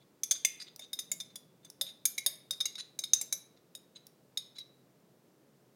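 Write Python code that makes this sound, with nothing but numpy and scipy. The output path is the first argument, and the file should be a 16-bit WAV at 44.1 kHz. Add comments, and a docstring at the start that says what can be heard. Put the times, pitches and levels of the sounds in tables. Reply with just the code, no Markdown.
"""A metal spoon clinks, chatters and scrapes in a small glass jar, scooping wet relish over a bowl.
Each impact excites the damped normal modes of spoon and glass and the air resonance of jar and bowl;
sliding friction drives the same solid modes. The hand damps the jar, whose note rises as it empties.
Films of sauce snap in short wet ticks, and the quiet kitchen adds a bright reverberant tail
over a steady low hush and one faint swell of rumble."""
import sys
import numpy as np
from scipy import signal
from scipy.fft import rfft, irfft, next_fast_len
from scipy.io import wavfile

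SR = 44100
rng = np.random.default_rng(int(sys.argv[2]) if len(sys.argv) > 2 else 0)


def digitize_waveform(pressure):
    """Quantize a signal to 16-bit integers and store it at the path in sys.argv[1].

    Rows of a 2-D input are taken as channels; values are limited to [-1, 1].
    """
    field = np.atleast_2d(pressure).T
    bounded = np.clip(field, -1, 1)
    quanta = np.round(bounded * 32767).astype(np.int16)
    wavfile.write(sys.argv[1], SR, quanta)


N = 253989
RING_SIZE, ATTACK_SIZE = SR // 4, SR // 50

# Normal modes of spoon and jar together. Each row: frequency in Hz, gain in dB, decay time T60 in seconds.
BODY_MODES = [(1990, -5, 0.01), (2150, -13, 0.075), (2360, -9, 0.02), (2866, -25, 0.13), (3560, 0.5, 0.072),
              (3880, 11.5, 0.012), (4170, 2, .025), (4850, -4.5, 0.1), (4730, -2.5, 0.065),
              (5380, 1, 0.044), (6030, -4, 0.12), (6430, 8, 0.0098), (6830, -2.5, 0.047), (6610, 8, 0.051),
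              (7120, 4.5, 0.015), (7145, -47, 0.0096), (8560, 6, 0.029), (8980, 4, 0.029),
              (9550, -8, 0.0067), (9800, 1.5, 0.072), (10970, 1.5, 0.047), (11220, -5, .02),
              (11870, -6.5, 0.025), (12280, 1.5, 0.064), (12500, -5, 0.015), (13300, -9, 0.018),
              (14000, -4.5, 0.022), (14600, -8.5, 0.014), (15000, -3.5, 0.015)]
# Scrapes of the spoon over the glass; the first row is the faint dying ring of a clink. Each row: start in
# seconds, length in seconds, level in dB, the note that sings out in Hz (mostly the wall note, once its
# overtone), its level over the other modes in dB.
SCRAPES_AND_RING = [(0.0, .041, -73, 3480, 0.5), (0.349, .018, -47.5, 3560, 1),
                    (0.594, .039, -45.5, 4850, 1.5), (0.668, .022, -54.5, 3660, 11),
                    (0.807, .046, -51.5, 3656, 6), (1.298, .02, -67, 3780, -13),
                    (1.629, .045, -69.5, 3620, -6), (1.856, .054, -49, 3680, 5.5),
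                    (2.531, .008, -49, 3660, 4.5), (2.778, .025, -44, 3940, -2.5),
                    (2.798, .012, -40.5, 3952, 5.5), (3.564, .014, -67.5, 3700, -19),
                    (3.95, .024, -52, 3970, 1.5), (4.549, .037, -56.5, 3960, -2),
                    (4.59, .033, -51, 3874, 31)]
# Spectrum of the dry knock and rasp of contact. Each row: frequency in Hz, gain in dB.
CONTACT_SPECTRUM = [(30, -24), (250, -17), (500, -6.5), (800, 2), (1200, 4), (1600, 7), (3000, 8.5),
                    (8000, -6), (16000, -3.5)]
# Reverberation of the kitchen. Each row: frequency in Hz, T60 in seconds.
ROOM_DECAY = [(300, 0.61), (2000, 0.51), (4000, 0.43), (7000, 0.27), (11000, .31), (16000, 0.23)]
# Background noise. Each row: frequency in Hz, relative spectral density in dB.
HUSH_SPECTRUM = [(30, -31), (60, -23), (100, -14), (130, 1.5), (200, -1.5), (400, -3), (550, -6),
                 (750, -13), (1300, -18), (2500, -24), (5000, -25), (10000, -28.5), (16000, -27.5)]
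# Blows of spoon on glass. Each row: start in seconds, chatter time in seconds, wall note in Hz,
# chime in Hz, then strength, hardness, place, spoon-note offset and air offset, all in dB.
# A positive place favours the high chime, a negative one the wall note.
BLOWS = [(0.2336, 0.0022, 3470, 6150, -45.5, 3.5, 7, -11.5, -35.5),
         (0.31, 0.0065, 3463, 6240, -37.5, -.5, 6.5, -11.5, -20.5),
         (0.4487, .0018, 3550, 6180, -37.5, 1.5, 5.5, 5.5, -30),
         (0.7931, 0.0029, 3635, 6360, -59, 0, -2.5, -0.5, 0.5),
         (0.9308, .0028, 3676, 6170, -48, 0.5, -7.5, -20, -19),
         (0.9892, 0.0042, 3666, 6320, -46.5, 0, -1, -14, -22),
         (1.116, .0005, 3710, 7160, -45, 6.5, 5.5, -3, -11.5),
         (1.201, .0055, 3620, 6120, -51, -4.5, -1, -12, -15),
         (1.3565, .0024, 3466, 5840, -54.5, 3, -3.5, -15, -16),
         (1.6471, 0.0026, 3530, 6260, -66, 0.5, 1.5, -11, -3),
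         (1.8115, 0.0025, 3615, 6750, -41.5, 1.5, -7, -16, -9),
         (2.0535, 0.0019, 3627, 6470, -37, 9, 2, -9, -41.5),
         (2.1794, .0026, 3880, 6260, -45.5, 1, 0, 8.5, -26),
         (2.2623, 0.0013, 3697, 6580, -36, 5, -5.5, -17, -15),
         (2.508, 0.00075, 3710, 6630, -44, -1.5, -5.5, -25.5, -15),
         (2.6039, .006, 3700, 6330, -44.5, -7.5, -6, -10.5, -23),
         (2.655, 0.0032, 3870, 6500, -44.5, -4, 4, -2.5, -21),
         (2.7542, 0.001, 3800, 6450, -60, -11.5, -3, -3.5, -11.5),
         (2.9897, 0.00098, 3830, 6280, -46.5, -0.5, 2.5, -10.5, -16.5),
         (3.0377, 0.0018, 3736, 6340, -48, -4, -5, -7.5, -23),
         (3.1336, 0.00085, 3725, 6280, -35, -3, 8.5, -20.5, -39.5),
         (3.2125, 0.0013, 3660, 7530, -47.5, 6.5, 5, -7.5, -12.5),
         (3.3254, 0.00076, 3880, 6400, -41.5, 3, 3, -8.5, -15.5),
         (3.7506, .0008, 3760, 6950, -56, 2, -4.5, -15.5, -8),
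         (4.373, 0.0017, 3758, 6430, -45.5, -5.5, -3.5, -18, -26.5),
         (4.5839, .0052, 3920, 6650, -59, -4.5, -7.5, -2, -25)]
# Registers of the ring: spoon note, wall note, its overtone, chime, two top overtones.
# Each row: offset from strength in dB, share of hardness, share of place, base lead of the main note
# over the other modes in dB, its T60 in seconds, its fractional pitch scatter from blow to blow.
RING_REGISTERS = [(-1, 0, 0, 8, 0.022, .004), (6, -.78, -.53, 8, .045, 0.0012),
                  (1, -0.37, -0.32, 2.5, .032, .008), (6.5, 0, 1, -1, .03, 0.0002),
                  (3, .6, -0.032, -3.5, .028, 0.035), (-2, 0.88, -0.13, -5, .022, .025)]
# Boundaries of the six registers in Hz, from low to high.
EDGES_HZ = [1700, 3050, 4400, 5600, 7900, 11000, 16500]
# Air resonances of jar and bowl. Each row: frequency in Hz, gain in dB, T60 in seconds.
CAVITY_MODES = [(540, -2, 0.12), (603, 2, 0.092), (647, 1.5, 0.13)]
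# Sticky relish parting from the spoon. Each row: start in seconds, peak level in dB.
SNAPS = [(0.7612, -32), (1.7009, -33.5), (4.0680, -38.5)]
# Spectrum of a snapping film. Each row: frequency in Hz, gain in dB.
SNAP_SPECTRUM = [(1000, -16.5), (3000, -18.5), (4400, -3.5), (5600, 4.5), (7500, -11), (9200, -3.5),
                 (12000, -6), (16000, -7.5)]


def from_db(db):
    """Amplitude grows tenfold with every 20 dB."""
    return 10 ** (np.asarray(db) / 20)


def rms(x):
    """Effective amplitude is the root of the mean square."""
    return np.sqrt(np.mean(x ** 2) + 1e-24)


def at_level(x, db):
    """Normalisation sets the RMS level of the first 20 ms."""
    return x * from_db(db) / rms(x[:ATTACK_SIZE])


def at_hz(points, hz):
    """Interpolation reads a table on a log-frequency axis."""
    known_hz, values = np.transpose(points)
    return np.interp(np.log(np.maximum(hz, 1)), np.log(known_hz), values)


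def add(track, start_s, sound):
    """Superposition: a sound adds to the track from its start time."""
    start = int(round(start_s * SR))
    track[start:start + len(sound)] += sound[:N - start]


def band(x, low_hz, high_hz):
    """A band-pass filter attenuates what lies outside its edges."""
    return signal.sosfilt(signal.butter(2, [low_hz, high_hz], "band", fs=SR, output="sos"), x + 1e-18)


def coloured(x, spectrum):
    """A minimum-phase filter shapes the spectrum causally, so nothing comes early."""
    size = 2 * next_fast_len(len(x))
    hz = np.arange(size // 2 + 1) * SR / size
    cepstrum = irfft(np.log(from_db(at_hz(spectrum, hz))))
    cepstrum[1:size // 2] *= 2
    cepstrum[size // 2 + 1:] = 0
    return irfft(rfft(x, size) * np.exp(rfft(cepstrum)))[:len(x)]


def ring(force, hz, t60):
    """A mode responds as a damped oscillator and radiates nothing at zero frequency."""
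    radius = from_db(-60 / (max(t60, .002) * SR))
    angle = 2 * np.pi * hz / SR
    return signal.lfilter([.5, 0, -.5], [1, -2 * radius * np.cos(angle), radius ** 2], force + 1e-18)


def body_modes(force, spread_db, detune):
    """Modal response of spoon and jar: each mode's strength, sign and pitch vary with touch and grip."""
    chance = rng.standard_normal((len(BODY_MODES), 3))
    return np.array([
        np.sign(sign) * from_db(db + spread_db * strength) * ring(force, hz * (1 + detune * shift), t60)
        for (strength, sign, shift), (hz, db, t60) in zip(chance, BODY_MODES)])


def scrapes(slips_per_s, slip_spread_db, wall_t60, rasp_db):
    """Stick-slip friction keeps the modes ringing; the first, faint event is a clink's dying ring."""
    out, t = np.zeros(N), np.arange(RING_SIZE) / SR
    usual_top_hz, usual_db, db_per_octave = 6500, -48, 24.5
    for start_s, length_s, level_db, wall_hz, wall_db in SCRAPES_AND_RING:
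        # food cushions the edge; pressing harder cuts through it and brightens the scrape
        top_hz = usual_top_hz * 2 ** ((level_db - usual_db) / db_per_octave)
        envelope = np.sqrt(np.maximum(np.sin(np.pi * np.minimum(t / length_s, 1)), 0))
        slipping = rng.random(RING_SIZE) < slips_per_s / SR
        slips = slipping * from_db(slip_spread_db * rng.standard_normal(RING_SIZE))
        slips *= rng.choice([-1, 1], RING_SIZE)
        force = band(envelope * slips, 1100, np.clip(top_hz, SR / 20, SR / 3))
        body = body_modes(force, spread_db=1.5, detune=.015).sum(axis=0)
        wall = ring(force, wall_hz, wall_t60)
        rasp = coloured(force, CONTACT_SPECTRUM)
        sound = body / rms(body) + from_db(wall_db) * wall / rms(wall)
        sound += from_db(rasp_db) * rasp / rms(rasp)
        add(out, start_s, sound * from_db(level_db) / rms(sound[:int(length_s * SR)]))
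    return out


def kitchen(direct, wet_db, build_s):
    """Reverberation: a diffuse field builds behind the direct sound and dies sooner in the treble."""
    t = np.arange(SR * 3 // 4) / SR
    hz = np.arange(len(t) // 2 + 1) * SR / len(t)
    noise_spectrum = rfft(rng.standard_normal(len(t)))
    tail = np.zeros(len(t))
    for centre_hz, t60 in ROOM_DECAY:
        share = at_hz([(f, f == centre_hz) for f, _ in ROOM_DECAY], hz)
        tail += irfft(noise_spectrum * share, len(t)) * from_db(-60 * t / t60)
    tail *= 1 - np.exp(-(t / build_s) ** 2)
    return direct + from_db(wet_db) * signal.fftconvolve(direct, tail / np.linalg.norm(tail))[:N]


def hush(level_db):
    """Stationary noise, strongest at low frequencies, forms the room's background."""
    noise = coloured(rng.standard_normal(N + RING_SIZE), HUSH_SPECTRUM)[RING_SIZE:]
    return from_db(level_db) * noise / rms(noise)


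def contact(chatter_s, touch_db, rebound_db, grit_db, rebounds=5):
    """Impact force: a first impulse, quick rebounds and the grit of metal sliding between them."""
    t = np.arange(RING_SIZE) / SR
    grit = rng.standard_normal(RING_SIZE) * np.exp(-(t / (2 * chatter_s)) ** 2)
    force = from_db(grit_db) * grit / np.linalg.norm(grit)
    lags_s = chatter_s * (np.arange(rebounds) + rng.uniform(.46, 1.5, rebounds)) * 1.4 / rebounds
    force[(lags_s * SR).astype(int)] += from_db(rebound_db) * rng.normal(0, 1, rebounds)
    force[0] += from_db(touch_db)
    return force


def near_echoes(force, echo_db, echo_t60):
    """Early reflections inside jar and bowl are new for each blow because the jar keeps moving."""
    t = np.arange(RING_SIZE) / SR
    echoes = rng.standard_normal(RING_SIZE) * from_db(-60 * t / echo_t60)
    echoes /= np.linalg.norm(echoes)
    return force + from_db(echo_db) * signal.fftconvolve(force, echoes)[:RING_SIZE]


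def register_notes(wall_hz, chime_hz, spoon_db):
    """Each register has one main natural frequency, scattered a little from blow to blow."""
    spoon_hz = 2135 - 22 * min(spoon_db, 0)   # pressed to the wall, the spoon rings weaker and higher
    overtone_hz, top_hz = 1.4 * wall_hz, [9645, 12330]
    hz = np.array([spoon_hz, wall_hz, overtone_hz, chime_hz, *top_hz])
    scatter = np.transpose(RING_REGISTERS)[-1]
    return hz * (1 + scatter * rng.standard_normal(len(hz)))


def register_levels(strength_db, hardness_db, place_db, spoon_db):
    """Contact hardness tilts the spectrum; the striking point trades wall note against chime."""
    base_db, hardness_share, place_share = np.transpose(RING_REGISTERS)[:3]
    levels_db = strength_db + base_db + hardness_db * hardness_share + place_db * place_share
    levels_db[0] += spoon_db
    return levels_db


def knock(force, strength_db, hardness_db):
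    """The non-resonant part of an impact grows more slowly than the ring and is stronger in soft blows."""
    usual_knock_db, usual_strength_db = -52.5, -45.5
    level_db = usual_knock_db + .82 * (strength_db - usual_strength_db) - .2 * hardness_db
    return at_level(coloured(force, CONTACT_SPECTRUM), level_db)


def air_pop(force, level_db):
    """Cavity resonance: the air in jar and bowl answers a blow with a hollow pop."""
    air = sum(rng.choice([-1, 1]) * from_db(db) * ring(force, hz, t60) for hz, db, t60 in CAVITY_MODES)
    return at_level(band(air, 420, 720), level_db)


def clinks(clarity, clack_db, clack_rise_s, clack_t60, ring_gain_db, air_gain_db):
    """Impact excitation: each blow gives free vibration in six registers, a knock and a pop of air."""
    out, t = np.zeros(N), np.arange(RING_SIZE) / SR
    mode_register = np.digitize([hz for hz, _, _ in BODY_MODES], EDGES_HZ) - 1
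    for start_s, chatter_s, wall_hz, chime_hz, *blow_db in BLOWS:
        strength_db, hardness_db, place_db, spoon_db, air_db = blow_db
        notes_hz = register_notes(wall_hz, chime_hz, spoon_db)
        levels_db = register_levels(strength_db, hardness_db, place_db, spoon_db)
        touch = contact(chatter_s, touch_db=-5, rebound_db=-8.5, grit_db=2.5)
        force = near_echoes(touch, echo_db=-12, echo_t60=.035)
        modes = body_modes(force, spread_db=1, detune=.009)
        # countless heavily damped modes merge into a clack
        clack = rng.standard_normal(RING_SIZE) * (1 - np.exp(-t / clack_rise_s))
        clack *= from_db(-60 * t / (clack_t60 + 2 * chatter_s))
        for k, (*_, lead_db, t60, _) in enumerate(RING_REGISTERS):
            edges_hz = EDGES_HZ[k:k + 2]
            # a note struck at its antinode stands out of the blow, and so rings clearer
            prominence_db = clarity * (levels_db[k] - np.mean(levels_db))
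            note = at_level(ring(touch, notes_hz[k], t60), lead_db + prominence_db)
            others = at_level(modes[mode_register == k].sum(axis=0), 0)
            others += at_level(band(clack, *edges_hz), clack_db)
            add(out, start_s, at_level(band(note + others, *edges_hz), levels_db[k] + ring_gain_db))
        add(out, start_s, knock(force, strength_db, hardness_db))
        add(out, start_s, air_pop(force, strength_db + air_db + air_gain_db))
    return out


def ticks(decay_s):
    """The rupture of a sauce film is a broadband transient: a bright click with no ring."""
    out, t = np.zeros(N), np.arange(ATTACK_SIZE) / SR
    for start_s, peak_db in SNAPS:
        burst = rng.standard_normal(ATTACK_SIZE) * np.exp(-t / decay_s)
        snap = coloured(burst, SNAP_SPECTRUM)
        add(out, start_s, from_db(peak_db) * snap / np.max(np.abs(snap)))
    return out


def rumble(low_hz, high_hz, level_db, peak_s, rise_s, fall_s):
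    """Low narrow-band noise under an exponential envelope swells quickly and sinks slowly."""
    noise = band(rng.standard_normal(N), low_hz, high_hz)
    since_peak_s = np.arange(N) / SR - peak_s
    swell = np.exp(np.minimum(since_peak_s / rise_s, -since_peak_s / fall_s))
    return from_db(level_db) * swell * noise / rms(noise)


def scene():
    """Close to the jar, direct sound dominates; reverberation and background noise add to it."""
    spoon = clinks(clarity=.75, clack_db=-6, clack_rise_s=.001, clack_t60=.05,
                   ring_gain_db=-.76, air_gain_db=-4.5)
    spoon += scrapes(slips_per_s=1400, slip_spread_db=4.5, wall_t60=.06, rasp_db=-10)
    spoon += ticks(decay_s=.002)
    room = kitchen(spoon, wet_db=-12, build_s=.0028)
    room += hush(level_db=-66)
    room += rumble(low_hz=135, high_hz=210, level_db=-68, peak_s=1.15, rise_s=.24, fall_s=1)
    return room[None]


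def record(dry):
    """A steep elliptic low-pass filter limits the bandwidth."""
    cutoff_hz = 16200
    return signal.sosfilt(signal.ellip(10, .2, 70, cutoff_hz, fs=SR, output="sos"), dry)


dry = scene()
out = record(dry)
digitize_waveform(out)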